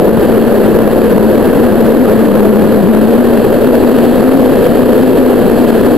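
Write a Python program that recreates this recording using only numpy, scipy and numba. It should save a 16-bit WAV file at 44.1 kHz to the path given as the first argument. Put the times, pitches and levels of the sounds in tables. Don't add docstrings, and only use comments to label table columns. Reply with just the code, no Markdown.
import sys
import numpy as np
from scipy import signal
from scipy.fft import rfft, irfft, next_fast_len
from scipy.io import wavfile
from scipy.ndimage import uniform_filter1d
from numba import njit

SR = 44100
rng = np.random.default_rng(int(sys.argv[2]) if len(sys.argv) > 2 else 0)


def voltage_ratio(level):
    return 10 ** (np.asarray(level, float) / 20)


def dump(signal):
    limited = np.clip(np.atleast_2d(signal).T, -1, 1)
    pcm = np.round(limited * 32767).astype(np.int16)
    wavfile.write(sys.argv[1], SR, pcm)


N = 263277

# frequency in Hz, spectral level in dB per Hz.
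HISS_SPECTRUM = [(300, 3), (800, -6), (1300, -12), (2200, -29), (3650, -25.5), (4900, -26), (5200, -64),
                 (6000, -42)]
# centre in Hz, width in Hz, lift in dB.
SHELL_MODES = [(1712, 536, 15), (2680, 430, 11.5), (3170, 480, 9.5), (4140, 260, 7), (4560, 480, 7.5)]
# peak time in seconds, change of level in dB.
GUSTS = [
    (0, -4),
    (.3, 0),
    (1.15, -0.5),
    (4.1, 2),
    (4.8, -0.5),
    (5.75, 2),
]
# frequency in Hz, spectral level in dB per Hz.
ROAR_SPECTRUM = [(8.8, -34), (15, -13), (59, -16.5), (135, -13), (167, -10), (209, -8.5), (237, -5),
                 (297, -5.5), (487, -4.5), (1000, -30), (1300, -57), (2200, -120)]
# centre in Hz, width in Hz, lift in dB.
CAVITY_MODES = [(635, 170, 0.57)]
# time in seconds, pitch in Hz, hum level in dB.
SHEDDING = [(0, 204.9, -18), (.15, 222, -15), (.45, 230, -14), (.9, 217, -16), (1.45, 222.9, -13),
            (1.75, 224, -16.5), (2.02, 236, -11), (2.38, 206.9, -10.5), (2.65, 220.1, -11),
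            (2.9, 212.9, -10), (3.3, 239.3, -12), (3.55, 228.1, -15.5), (3.8, 251.2, -13),
            (4.25, 251.7, -11), (4.75, 240.6, -13.5), (5.25, 254.3, -13), (5.7, 234.6, -11),
            (5.97, 249.7, -12.5)]
# frequency in Hz, gain in dB.
CAMERA_RESPONSE = [(700, 0), (2000, -1.2), (4500, -1.8), (6000, -5), (8000, -2.5), (11000, -1.5),
                   (15000, -3)]
# frequency in Hz, spectral level in dB per Hz.
GRAIN_SPECTRUM = [(300, -21), (700, -4), (1400, -8), (2200, -15.5), (4000, -19), (5200, -26), (9500, -30.5),
                  (11000, -53), (11500, -18), (12000, -26), (12500, -17), (14000, -26), (15500, -28)]

GUST_HALF_S = 0.23
CRUISE_HZ = 232
ROAR_DB, LOW_HISS_DB, HIGH_HISS_DB = -10.5, -26, -36
ROAR_DB_PER_HZ, LOW_DB_PER_HZ, HIGH_DB_PER_HZ = 0.0265, -0.16, 0.06
SPEED_SMOOTH_S = 1.8
HOLD_HZ = 12000
TOP_HZ = 15750


def level(x):
    return x / np.sqrt(np.mean(x ** 2))


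def walk(rate):
    k = int(SR / rate)
    held = np.repeat(rng.standard_normal(N // k + 1), k)
    slewed = uniform_filter1d(uniform_filter1d(held, k), k)
    return level(slewed[:N])


def curves(table):
    seconds, *columns = np.transpose(table)
    return [np.interp(np.arange(N) / SR, seconds, column) for column in columns]


def colour(x, points, modes=()):
    size = next_fast_len(N)
    hz = np.maximum(np.arange(size // 2 + 1) * SR / size, 1)
    point_hz, point_db = np.transpose(points)
    db = np.interp(np.log(hz), np.log(point_hz), point_db)
    for centre, width, lift in modes:
        db = db + lift / (1 + (2 * (hz - centre) / width) ** 2)
    return irfft(rfft(x, size) * voltage_ratio(db), size)[..., :N]


def shell_hiss(eddies, bright_db):
    puffs = voltage_ratio(0.83 * eddies + 0.5 * walk(300))
    split = signal.butter(2, 2300, fs=SR, output="sos")
    noise = rng.standard_normal(N)
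    low = signal.sosfilt(split, noise)
    high = noise - low
    mix = voltage_ratio(0.33 * walk(45)) * low + voltage_ratio(bright_db + 0.22 * walk(45)) * high
    return level(colour(puffs * mix, HISS_SPECTRUM, SHELL_MODES))


def cavity_roar(eddies):
    turbulence = voltage_ratio(0.9 * eddies) * rng.standard_normal(N)
    return level(colour(turbulence, ROAR_SPECTRUM, CAVITY_MODES))


def vortex_hum(hz):
    wander = 1 + .035 * walk(45) + .045 * walk(120)
    phase = 2 * np.pi * np.cumsum(hz * wander) / SR
    strength = voltage_ratio(0.69 * walk(40) + 1.87 * walk(100))
    overtone = 0.16 * np.sin(2 * phase) - 0.13 * np.cos(2 * phase)
    return level(strength * (np.sin(phase) + strength * overtone))


def scene():
    hz, hum_db = curves(SHEDDING)
    faster = uniform_filter1d(hz, int(SPEED_SMOOTH_S * SR)) - CRUISE_HZ
    seconds = np.arange(N) / SR
    gust_db = sum(db * np.clip(1 - abs(seconds - s) / GUST_HALF_S, 0, 1) for s, db in GUSTS)
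    roar_db = ROAR_DB + ROAR_DB_PER_HZ * faster
    low_db = LOW_HISS_DB + LOW_DB_PER_HZ * faster
    high_db = HIGH_HISS_DB + HIGH_DB_PER_HZ * faster
    eddies = level(0.96 * walk(30.2) + walk(80))
    hiss = voltage_ratio(low_db + gust_db + 10.0) * shell_hiss(eddies, high_db - low_db + 10.0)
    roar = voltage_ratio(roar_db + 6.5) * cavity_roar(eddies)
    hum = voltage_ratio(hum_db + 7.0) * vortex_hum(hz)
    air = hiss + roar + hum
    return np.array([air, air])


@njit
def duck(x, top, drop_db, recover, lag):
    y, cut_db = np.zeros(len(x)), 0.
    for i in range(len(x)):
        if i >= lag and abs(y[i - lag]) > top:
            cut_db += drop_db
        cut_db *= recover
        y[i] = x[i] * 10 ** (-cut_db / 20)
    return y


def overloaded_microphone(pressure):
    ticks = np.arange(N)
    x = np.interp(ticks + 1.8 * np.clip(pressure, -1.5, 1.5), ticks, pressure)
    x = duck(x, top=1.1, drop_db=.085, recover=np.exp(-1 / (.015 * SR)), lag=SR // 350)
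    return x + 0.1 * x ** 2 - .075


def held_samples(x):
    taken = np.interp(np.arange(0, N / SR + .01, 1 / HOLD_HZ), np.arange(N) / SR, x)
    left = np.clip(taken, -.995, .995)
    bass_cut = signal.butter(1, 380, "high", fs=HOLD_HZ, output="sos")
    right = np.clip(voltage_ratio(1.72) * signal.sosfilt(bass_cut, left), -.995, .995)
    steps = np.repeat([left, right], 4, axis=1)
    return signal.resample_poly(steps, 147, 160, axis=1)[:, :N]


def camera_grain(steps):
    treble = signal.sosfilt(signal.butter(2, 1500, "high", fs=SR, output="sos"), steps)
    frame = level(np.sqrt(uniform_filter1d(treble ** 2, size=256) + 1e-12))
    grain = level(colour(frame * rng.standard_normal((2, N)), GRAIN_SPECTRUM))
    return colour(steps, CAMERA_RESPONSE) + voltage_ratio(-30.0) * grain


def roll_off(x):
    return signal.sosfilt(signal.butter(12, 16670, fs=SR, output="sos"), x)


def record(dry):
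    steps = held_samples(overloaded_microphone(dry[0]))
    band_limit = signal.ellip(10, .1, 50, TOP_HZ, fs=SR, output="sos")
    mix = signal.sosfiltfilt(band_limit, camera_grain(steps))
    return roll_off(mix)


dry = scene()
out = record(dry)
dump(out)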